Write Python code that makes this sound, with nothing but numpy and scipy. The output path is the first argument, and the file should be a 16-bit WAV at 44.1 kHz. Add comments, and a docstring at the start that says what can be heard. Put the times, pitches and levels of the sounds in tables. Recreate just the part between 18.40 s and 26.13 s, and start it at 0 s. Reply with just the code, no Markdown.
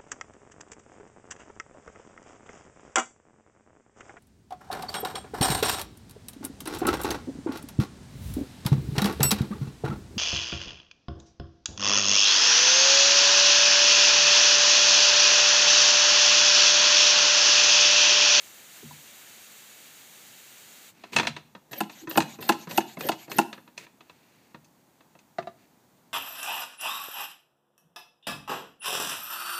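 """A pump-up pressure sprayer is set down with a clatter and pumped six times after misting an enclosure.
Each stroke joins modal impacts (turn, catch, stop, rebound) with seal chirps, a whistle and rushing air.
Before the pumping, the mist is smooth coloured noise, with two soft taps, until the valve shuts.
Contact snaps and ringing modes make the handling ticks and two hollow knocks; scuffs are shaped noise.
Early reflections, a diffuse echo and steady coloured noise make the small room."""
import sys
import numpy as np
from scipy import signal
from scipy.fft import rfft, irfft, next_fast_len
from scipy.io import wavfile

SR = 44100
rng = np.random.default_rng(int(sys.argv[2]) if len(sys.argv) > 2 else 0)


def unload_wav(signal):
    """Save mono or channel-first audio to the path in sys.argv[1] as 16-bit WAV at rate SR, clipped to [-1, 1]."""
    wavfile.write(
        sys.argv[1],
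        SR,
        np.round(np.clip(np.atleast_2d(signal).T, -1, 1) * 32767).astype(np.int16),
    )


N = 340893
TIME = np.arange(N) / SR   # s

# pump strokes: [handle turns t/s, plunger stops t/s, rubbing level/dB,
#   nominal peak level/dB of turn, catch, stop and rebound,
#   rising chirp level/dB, lead of the falling chirp before the stop t/s]
PUMP_STROKES = [(3.293, 3.405, -46, -52, -22, -10.5, -32, -45, 0.028),
                (3.672, 3.774, -45, -22, -21, -1, -13, -34.5, 0.014),
                (3.987, 4.091, -43, -27, -23.5, -2, -18, -42, .015),
                (4.272, 4.376, -42.5, -24, -21.5, -2.5, -24, -49.5, 0.013),
                (4.57, 4.688, -40.5, -24, -18.5, -7.5, -20.5, -53.5, 0.027),
                (4.878, 4.9847, -42.5, -32.5, -19, -1.5, -26, -50, 0.025)]
# after the turn the seal grips, then catches; after the stop the rod overruns and rebounds
GRIP_S, CATCH_S = 0.018, 0.038
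OVERRUN_S, REBOUND_S = 0.012, 0.029
# the way up starts after a rest and ends just before the next turn
REST_S, PULL_GAP_S, PULL_DB = 0.08, 0.01, -50.5

# modes of the pump barrel, the bottle's shell and the enclosure:
# [f/Hz, level/dB, t60/s], level, pitch and decay before each contact's own variation and ring scale
BARREL_MODES = [(219.8, -6, 0.16), (255.1, -13.5, 0.34), (339.6, 3, 0.11), (413, -6.5, .07),
                (630, -4, 0.049), (708.6, 0.5, 0.095), (815, 5, 0.087), (903, 0.5, 0.12),
                (1017, -1.5, 0.093), (1381, -2, 0.031), (1670, -6, 0.022), (2607, 0.5, 0.042),
                (2846, 1, 0.023), (3540, -10.5, 0.022), (4490, -10.5, .035)]
SHELL_MODES = [(187, -10, 0.16), (323, -10.5, 0.14), (675, -2, 0.045), (955, 1, 0.095), (1021, -3.5, 0.067),
               (1280, -6, 0.063), (1818, -2, 0.054), (2170, 1, 0.02), (2630, -2.5, 0.023), (2553, 8, 0.076),
               (2745, 7, 0.02), (3390, 0, 0.064), (4090, 0, 0.035), (4313, -22, 0.017), (5420, -22, 0.028),
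               (6195, 1, 0.049)]
ENCLOSURE_MODES = [(372, -3, 0.13), (663, -6, 0.054), (684, 11, 0.055), (1173, -7, 0.16), (1344, -14, 0.11),
                   (2010, -8, 0.074), (2730, 0, 0.045), (3930, -3.5, 0.036), (4840, -20, 0.036)]
# limits of the bands that set a contact's colour: [f/Hz]
BAND_EDGES_HZ = [100, 500, 1800, 4300, 15500]
# colour of each contact before its brightness tilt: [bass, middle, presence, treble level/dB]
STOP_BANDS = [-4.5, 0.5, -6, -12]
REBOUND_BANDS = [-4, -0.5, 0, -8]
TURN_BANDS = [1, -2.5, -10, -22.5]
CATCH_BANDS = [-6.5, -1.5, 0.5, -8.5]
CLACK_BANDS = [-7, 0.5, 1.5, -14]
KNOCK_BANDS = [-4.5, 1.5, -16, -31.5]

# the bottle's thump under each stop: [f/Hz, level/dB, t60/s], before the stroke's level
THUMP_MODES = [(205.4, -21, 0.19)]
THUMP_FADE_DB_PER_STROKE = 4   # pressure cushions the plunger
THUMP_FOLLOWS = 0.5   # share of the stop's level in dB

# spectra of air passing the seal on the way down and up: [f/Hz, relative level/dB]
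PUSH_SPECTRUM = [(30, -39), (100, -0.5), (160, 10), (300, 9), (550, 3.5), (800, 5), (1200, -10), (1850, 2),
                 (2200, -7.5), (4200, -2.5), (6700, -9.5), (10500, -11.5), (13200, -9), (15500, -14.5)]
PULL_SPECTRUM = [(40, -21.5), (150, 8), (500, -2.5), (880, 1.5), (1200, -3.5), (2000, 1), (4200, 2.5),
                 (5300, -3), (6900, 1), (8500, -8.5), (10500, -12), (11700, -7.5), (12700, 2),
                 (13800, -15.5), (15500, -11.5)]
# the seal's chirps: (from Hz, to Hz), before a small waver
CHIRP_UP_HZ = (12300, 13300)
CHIRP_DOWN_HZ = (13100, 12030)
CHIRP_S, CHIRP_DOWN_DB = 0.021, -34
CHIRP_UP_LEAD_S = 0.02   # before the catch
# groans of the seal: [start t/s, length t/s, from f/Hz, to f/Hz, level/dB], pitch before waver
SEAL_GROANS = [(3.345, 0.065, 535, 560, -49.5), (3.61, 0.065, 338, 298, -44), (4.616, .09, 520, 607, -36)]

# mist from the nozzle until the valve shuts: [t/s, level/dB], before a slight flutter
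MIST_LEVEL = [(0, -48), (.3, -49), (.37, -46.5), (.44, -48.5), (.9, -48.5), (1.6, -49.5), (2.47, -49.5),
              (2.5, -51), (2.53, -67), (2.6, -110)]
# spectrum of the mist: [f/Hz, relative level/dB]
MIST_SPECTRUM = [(150, -38.5), (300, -7.5), (480, -5), (780, -5.5), (1000, -7.5), (1500, -2.5),
                 (2600, -1.5), (4100, -2.5), (5200, -6.5), (7000, -2), (10000, -6), (15000, -6)]

# clatter and ticks of the handled bottle, and at 3.821 s a second rebound of the plunger: [t/s, nominal peak
# level/dB, brightness level/dB per band]
HANDLING_CLACKS = [(2.637, -26.5, -2.5), (2.731, -23, 5), (2.763, -2.5, 4.5), (2.785, -7.5, 2.5),
                   (2.797, -6, -1), (2.831, -17.5, -2), (2.85, -20.5, -4.5), (2.87, -8.5, 3.5),
                   (2.964, -22, 0), (3.15, -28.5, -5), (3.496, -29, 1), (3.756, -16, -6), (3.821, -20, 7),
                   (5.128, -23.5, 1), (5.177, -32, -7), (5.276, -36.5, -4), (5.377, -22.5, 8.5),
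                   (5.465, -37.5, -2), (5.606, -36, -1), (5.696, -34.5, -.5), (6.145, -29, -6),
                   (6.245, -46.5, 17), (6.606, -41.5, -4.5), (6.751, -39.5, -6.5), (6.789, -43, 10),
                   (7.025, -35.5, -1.5)]
# the bottle scuffs along its support and in the hand: [start t/s, end t/s, level/dB], before flutter
SCUFF_STROKES = [(2.54, 2.73, -59.5), (2.72, 2.765, -41), (2.775, 2.875, -46), (5.37, 5.46, -51.5),
                 (5.62, 6.15, -65.5), (7.17, 7.26, -66)]
# spectrum of the scuffs: [f/Hz, relative level/dB]
SCUFF_SPECTRUM = [(30, -45), (100, -6), (190, 7), (400, 5.5), (800, -6), (1050, -5.5), (1600, -1),
                  (2500, 3.5), (3100, -5), (4200, -4), (6800, -10.5), (10000, -14), (15500, -17)]
# heavy contacts shake the surface under the bottle: [t/s, level/dB], before each mode's level
SUPPORT_BUMPS = [(.437, -36.5), (.511, -46), (2.755, -26.5), (2.791, -31.5), (2.869, -31.5), (3.757, -28),
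                 (6.148, -49), (6.987, -43)]
# modes of that surface: [f/Hz, level/dB, t60/s]
SUPPORT_MODES = [(95, -10.5, 0.25), (151.1, -1, 0.27), (231, 3.5, 0.12)]
# hollow knocks on the enclosure: [t/s, nominal peak level/dB, brightness level/dB per band]
ENCLOSURE_KNOCKS = [(6.984, -16, 1.5), (7.071, -24, 0.5)]
# two soft taps during the misting: [t/s, level/dB, f/Hz]
SOFT_TAPS = [(.43, -31.5, 400), (.509, -33, 974)]
TAP_T60_S = 0.039

# small nearby surfaces throw back the treble: [delay t/s, level/dB]
EARLY_REFLECTIONS = [(.0011, -24), (.0019, -18), (.0031, -18), (.0047, -16.5), (.0073, -22.5)]
# decay of the room: [f/Hz, t60/s]
ROOM_DECAY = [(150, 0.84), (350, 0.26), (900, 0.4), (3000, 0.4), (7000, 0.4), (12500, 0.9)]
# colour of the room's echo: [f/Hz, level/dB], before the echo's overall level
ECHO_COLOUR = [(80, 1), (190, 1.5), (350, -1.5), (880, -3), (1400, -7), (3000, -1.5), (12000, -6.5)]
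ECHO_DB = -13
# spectrum of the room's background: [f/Hz, relative level/dB]
ROOM_SPECTRUM = [(20, -59), (40, -31), (95, -11), (150, -6), (240, -4), (450, -13.5), (900, -12),
                 (1200, -18), (3000, -25.5), (7000, -26), (10000, -27.5), (15500, -27)]
ROOM_TONE_DB = -62.5
# resonances of the microphone's port: [f/Hz, width f/Hz, level/dB at the centre]
PORT_RESONANCES = [(5216, 360, -4), (6800, 340, 2.5), (10000, 1800, -4)]
CUTOFF_HZ = 15450


def pump_contacts():
    """Modal impact: each stroke has a dull turn, a catch, a knock on the stop and a rebound."""
    turn, stop, _, turn_db, catch_db, stop_db, rebound_db, *_ = np.transpose(PUMP_STROKES)
    even = np.zeros(len(PUMP_STROKES))   # no brightness tilt from stroke to stroke
    turns = blows(
        zip(turn, turn_db, even), SHELL_MODES, crest_db=13.5, band_db=TURN_BANDS,
        crack_db=9.5, crack_t60=0.17, crack_hz=7400, snap_db=-6.5,
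        rise_s=0.002, contact_s=0.004, ring_scale=0.83, vary_db=6)
    catches = blows(
        zip(turn + CATCH_S, catch_db, even), SHELL_MODES, crest_db=14, band_db=CATCH_BANDS,
        crack_db=19, crack_t60=0.039, crack_hz=8450, snap_db=-8.5,
        rise_s=0.0024, contact_s=0.0035, ring_scale=0.7, vary_db=4.5)
    stops = blows(
        zip(stop, stop_db, even), BARREL_MODES, crest_db=12.5, band_db=STOP_BANDS,
        crack_db=4, crack_t60=0.066, crack_hz=15200, snap_db=3,
        rise_s=0.0043, contact_s=0.006, ring_scale=0.52, vary_db=2.5)
    rebounds = blows(
        zip(stop + REBOUND_S, rebound_db, even), SHELL_MODES, crest_db=12.5, band_db=REBOUND_BANDS,
        crack_db=10, crack_t60=0.098, crack_hz=7400, snap_db=-2.5,
        rise_s=0.002, contact_s=0.0018, ring_scale=0.77, vary_db=4)
    fade_db = THUMP_FADE_DB_PER_STROKE * np.arange(len(PUMP_STROKES))
    thumps = bumps(zip(stop, THUMP_FOLLOWS * stop_db - fade_db), THUMP_MODES)
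    return turns + catches + stops + rebounds + thumps


def pushes():
    """Sliding contact: the seal travels from its grip to just past the stop (start s, end s, level dB)."""
    return [(turn + GRIP_S, stop + OVERRUN_S, rub_db) for turn, stop, rub_db, *_ in PUMP_STROKES]


def pulls():
    """Return stroke: the plunger rises between a stop and the next turn (start s, end s, level dB)."""
    pairs = zip(PUMP_STROKES, PUMP_STROKES[1:])
    return [(last[1] + REST_S, coming[0] - PULL_GAP_S, PULL_DB) for last, coming in pairs]


def pump_air():
    """Friction and turbulent flow: the seal rubs roughly going down, air swishes past it going up."""
    push_level = strokes(pushes(), roundness=0.24) * from_db(1.8 * flutter(220))
    pull_level = strokes(pulls(), roundness=1) * from_db(0.85 * flutter(100))
    air = push_level * noise(PUSH_SPECTRUM) + pull_level * noise(PULL_SPECTRUM)
    return patchy(air, patchy_db=3.5, rate=50)


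def whistle(slow_hz=12100, fast_hz=13900, spread_hz=520, level_db=-6):
    """Frequency modulation: an airy whistle arches up and down as each push speeds up and slows."""
    speed = strokes([(start, end, 0) for start, end, _ in pushes()], roundness=0.34)
    hz = slow_hz + (fast_hz - slow_hz) * speed + spread_hz * flutter(3000)
    level = from_db(level_db + 4 * flutter(300)) * strokes(pushes(), roundness=0.27)
    return level * np.sin(2 * np.pi * np.cumsum(hz) / SR)


def chirps():
    """Stick-slip: the seal chirps upward as it catches, downward before the stop, and groans more roughly."""
    rising = [(turn + CATCH_S - CHIRP_UP_LEAD_S, CHIRP_S, *CHIRP_UP_HZ, db)
              for turn, *_, db, _lead in PUMP_STROKES]
    falling = [(stop - lead, CHIRP_S, *CHIRP_DOWN_HZ, CHIRP_DOWN_DB)
               for _turn, stop, *_, lead in PUMP_STROKES]
    squeaks = glides(rising + falling, waver=0.02, rate=1800)
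    return squeaks + glides(SEAL_GROANS, waver=0.16, rate=560)


def mist():
    """Jet atomisation: water breaking up in the nozzle is a smooth noise that follows the flow."""
    level_db = np.interp(TIME, *np.transpose(MIST_LEVEL))
    return from_db(level_db + 0.38 * flutter(40)) * noise(MIST_SPECTRUM)


def clacks():
    """Modal impact: the handled bottle's shell rings briefly at each clack."""
    return blows(
        HANDLING_CLACKS, SHELL_MODES, crest_db=14, band_db=CLACK_BANDS,
        crack_db=9.5, crack_t60=0.089, crack_hz=7400, snap_db=-4,
        rise_s=0.002, contact_s=0.0023, ring_scale=0.62, vary_db=2.5)


def scuffs():
    """Sliding friction: many fine contacts make a fluttering noise."""
    level = strokes(SCUFF_STROKES, roundness=0.35) * from_db(2.1 * flutter(260))
    return level * noise(SCUFF_SPECTRUM)


def knocks():
    """Modal impact: a firm knock on the hollow enclosure and a lighter one after it."""
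    return blows(
        ENCLOSURE_KNOCKS, ENCLOSURE_MODES, crest_db=9, band_db=KNOCK_BANDS,
        crack_db=8, crack_t60=0.089, crack_hz=5970, snap_db=-8,
        rise_s=0.0006, contact_s=0.0053, ring_scale=0.65, vary_db=2)


def taps():
    """Damped resonance: each soft tap rings briefly at a pitch of its own."""
    return sum(bumps([(s, db)], [(hz, 0, TAP_T60_S)]) for s, db, hz in SOFT_TAPS)


def blow(modes, crack_db, crack_t60, crack_hz, rise_s, contact_s, ring_scale, snap_db, vary_db,
         snap_t60=0.0033):
    """Modal excitation: a sharp snap, a gritty crack, and modes that swell while the surfaces touch."""
    t = TIME[:SR // 5]
    envelope = from_db(-60 * t / crack_t60) + from_db(snap_db - 60 * t / snap_t60)
    grit = envelope * rng.standard_normal(len(t))
    out = from_db(crack_db) * band(grit, 130, crack_hz)
    free = np.maximum(t - contact_s, 0)   # the ring dies only once the surfaces part
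    for hz, db, t60 in modes:
        mode_hz = hz * (1 + 0.017 * rng.normal())
        tone = np.sin(2 * np.pi * (mode_hz * t + rng.random()))
        swell = 1 - np.exp(-(t / (rise_s * np.sqrt(1000 / hz))) ** 2)   # low modes swell more slowly
        decay = from_db(db + vary_db * rng.normal() - 60 * free / (t60 * ring_scale))
        out = out + swell * decay * tone
    return out


def blows(table, modes, crest_db, band_db, **contact):
    """Spectral tilt: each blow's brightness raises successive bands in equal steps."""
    out, head = np.zeros(N), SR // 50
    for s, peak_db, bright_db in table:
        raw = blow(modes, **contact)
        hit = 0
        for k, (low, high) in enumerate(zip(BAND_EDGES_HZ, BAND_EDGES_HZ[1:])):
            part = band(raw, low, high)
            hit = hit + from_db(band_db[k] + k * bright_db) * part / np.std(part[:head])
        # a fixed crest factor turns the nominal peak into the rms of the first 10 ms
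        add(out, s, from_db(peak_db - crest_db) * hit / np.std(hit[:head // 2]))
    return out


def bumps(table, modes, rise_cycles=2.4, second_db=-6, second_ratio=1.17):
    """Damped mode pairs: soft contacts wake a few modes, each with a weaker, lower partner."""
    t, ring = TIME[:SR // 2], 0
    for hz, db, t60 in modes:
        pair = np.sin(2 * np.pi * hz * t)
        pair = pair + from_db(second_db) * np.sin(2 * np.pi * hz / second_ratio * t)
        rise = 1 - np.exp(-t * hz / rise_cycles)
        ring = ring + from_db(db - 60 * t / t60) * rise * pair
    out = np.zeros(N)
    for s, db in table:
        add(out, s, from_db(db) * ring)
    return band(out, 60, 3000, order=2)


def strokes(table, roundness):
    """Sliding speed: the level of a stroke rises from rest and falls back to it."""
    out = np.zeros(N)
    for start, end, db in table:
        progress = np.linspace(0, 1, max(round((end - start) * SR), 2))
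        arch = 4 * progress * (1 - progress)
        add(out, start, from_db(db) * arch ** roundness)
    return out


def glides(table, waver, rate):
    """Frequency glide: a short tone's pitch slides while wavering at random."""
    out, unsteady = np.zeros(N), 1 + waver * flutter(rate)
    for s, length, from_hz, to_hz, db in table:
        size = round(length * SR)
        hz = np.linspace(from_hz, to_hz, size) * unsteady[round(s * SR):][:size]
        tone = np.sqrt(2) * np.sin(2 * np.pi * np.cumsum(hz) / SR)
        add(out, s, from_db(db) * np.hanning(size) * tone)
    return out


def patchy(x, patchy_db, rate):
    """Turbulence: all below 500 Hz, and each third of an octave above, swells and fades by itself."""
    size, out = next_fast_len(N), 0
    spectrum, hz = rfft(x, size), np.fft.rfftfreq(size, 1 / SR)
    edges = np.append(0, np.geomspace(500, SR / 2, 17))
    for low, high in zip(edges, edges[1:]):
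        part = irfft(spectrum * ((hz >= low) & (hz < high)), size)[:N]
        out = out + part * from_db(patchy_db * flutter(rate))
    return out


def noise(spectrum):
    """Spectral shaping: white noise filtered to a given colour, at rms 1."""
    size = next_fast_len(N)
    db = at_hz(spectrum, np.fft.rfftfreq(size, 1 / SR))
    white = rng.standard_normal(size)
    return rms_one(irfft(rfft(white) * from_db(db), size)[:N])


def flutter(rate):
    """Random modulation: straight lines join normal draws of unit spread, `rate` a second."""
    knots = np.arange(0, N / SR + 1, 1 / rate)
    return np.interp(TIME, knots, rng.standard_normal(len(knots)))


def from_db(db):
    """Logarithmic level: decibels to amplitude gain."""
    return 10 ** (np.asarray(db) / 20)


def rms_one(x):
    """Mean power: scale a signal to unit rms."""
    return x / np.sqrt(np.mean(x ** 2) + 1e-20)


def at_hz(points, hz):
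    """Logarithmic pitch: interpolate a table along log frequency."""
    points = np.array(points)
    return np.interp(np.log(np.maximum(hz, 1)), np.log(points[:, 0]), points[:, 1])


def band(x, low_hz, high_hz, order=3):
    """Band limitation: a causal band-pass filter."""
    sos = signal.butter(order, [low_hz, high_hz], "band", fs=SR, output="sos")
    return signal.sosfilt(sos, x)


def add(track, s, sound):
    """Superposition: mix a sound into a track at a time in seconds."""
    start = max(round(s * SR), 0)
    track[start:start + len(sound)] += sound[:N - start]


def reflected(x, lowest_hz=2500):
    """Comb filtering: early reflections put a fine ripple on the treble."""
    out, treble = x.copy(), band(x, lowest_hz, CUTOFF_HZ, order=2)
    for delay, db in EARLY_REFLECTIONS:
        add(out, delay, from_db(db) * treble)
    return out


def room(x, first_echo_s=0.0061, moves_per_s=6, count=4):
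    """Diffuse reverberation: decaying noise in bands, its pattern shifting as the bottle moves."""
    t, echoes = TIME[:SR // 2], 0
    edges = np.geomspace(60, 16000, 13)
    for low, high in zip(edges, edges[1:]):
        hz = np.sqrt(low * high)
        tails = band(rng.standard_normal((count, len(t))), low, high)
        tails = tails * from_db(-60 * t / at_hz(ROOM_DECAY, hz))
        tails = tails * np.clip(t / first_echo_s - 1, 0, 1)   # silent until the first echo
        band_share = np.sqrt(2 * (high - low) / SR / len(t))
        echoes = echoes + from_db(at_hz(ECHO_COLOUR, hz)) * rms_one(tails) * band_share
    place, out = moves_per_s * TIME, 0
    for k, echo in enumerate(echoes):
        # each pattern fades into the next, in a cycle
        share = np.sqrt(np.clip(1 - abs((place - k) % count - 1), 0, 1))
        out = out + signal.oaconvolve(x * share, echo)[:N]
    return out


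def room_tone():
    """Stationary noise: the room's steady background."""
    return from_db(ROOM_TONE_DB) * noise(ROOM_SPECTRUM)


def scene():
    """Superposition: direct sound with early reflections, diffuse echo and background."""
    pump = pump_contacts() + pump_air() + whistle() + chirps()
    handling = clacks() + scuffs() + bumps(SUPPORT_BUMPS, SUPPORT_MODES)
    near = pump + handling + knocks() + taps()
    direct = reflected(near + mist())
    echo = from_db(ECHO_DB) * room(near)   # the mist is left out of the echo
    return (direct + echo + room_tone())[None]


def record(dry):
    """Port resonance: the microphone's port adds two dips and a hump; the top is cut steeply."""
    for hz, width, db in PORT_RESONANCES:
        peak = signal.lfilter(*signal.iirpeak(hz, hz / width, fs=SR), dry)
        dry = dry + (from_db(db) - 1) * peak
    return signal.sosfilt(signal.ellip(12, 0.1, 80, CUTOFF_HZ, fs=SR, output="sos"), dry)


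dry = scene()
out = record(dry)
unload_wav(out)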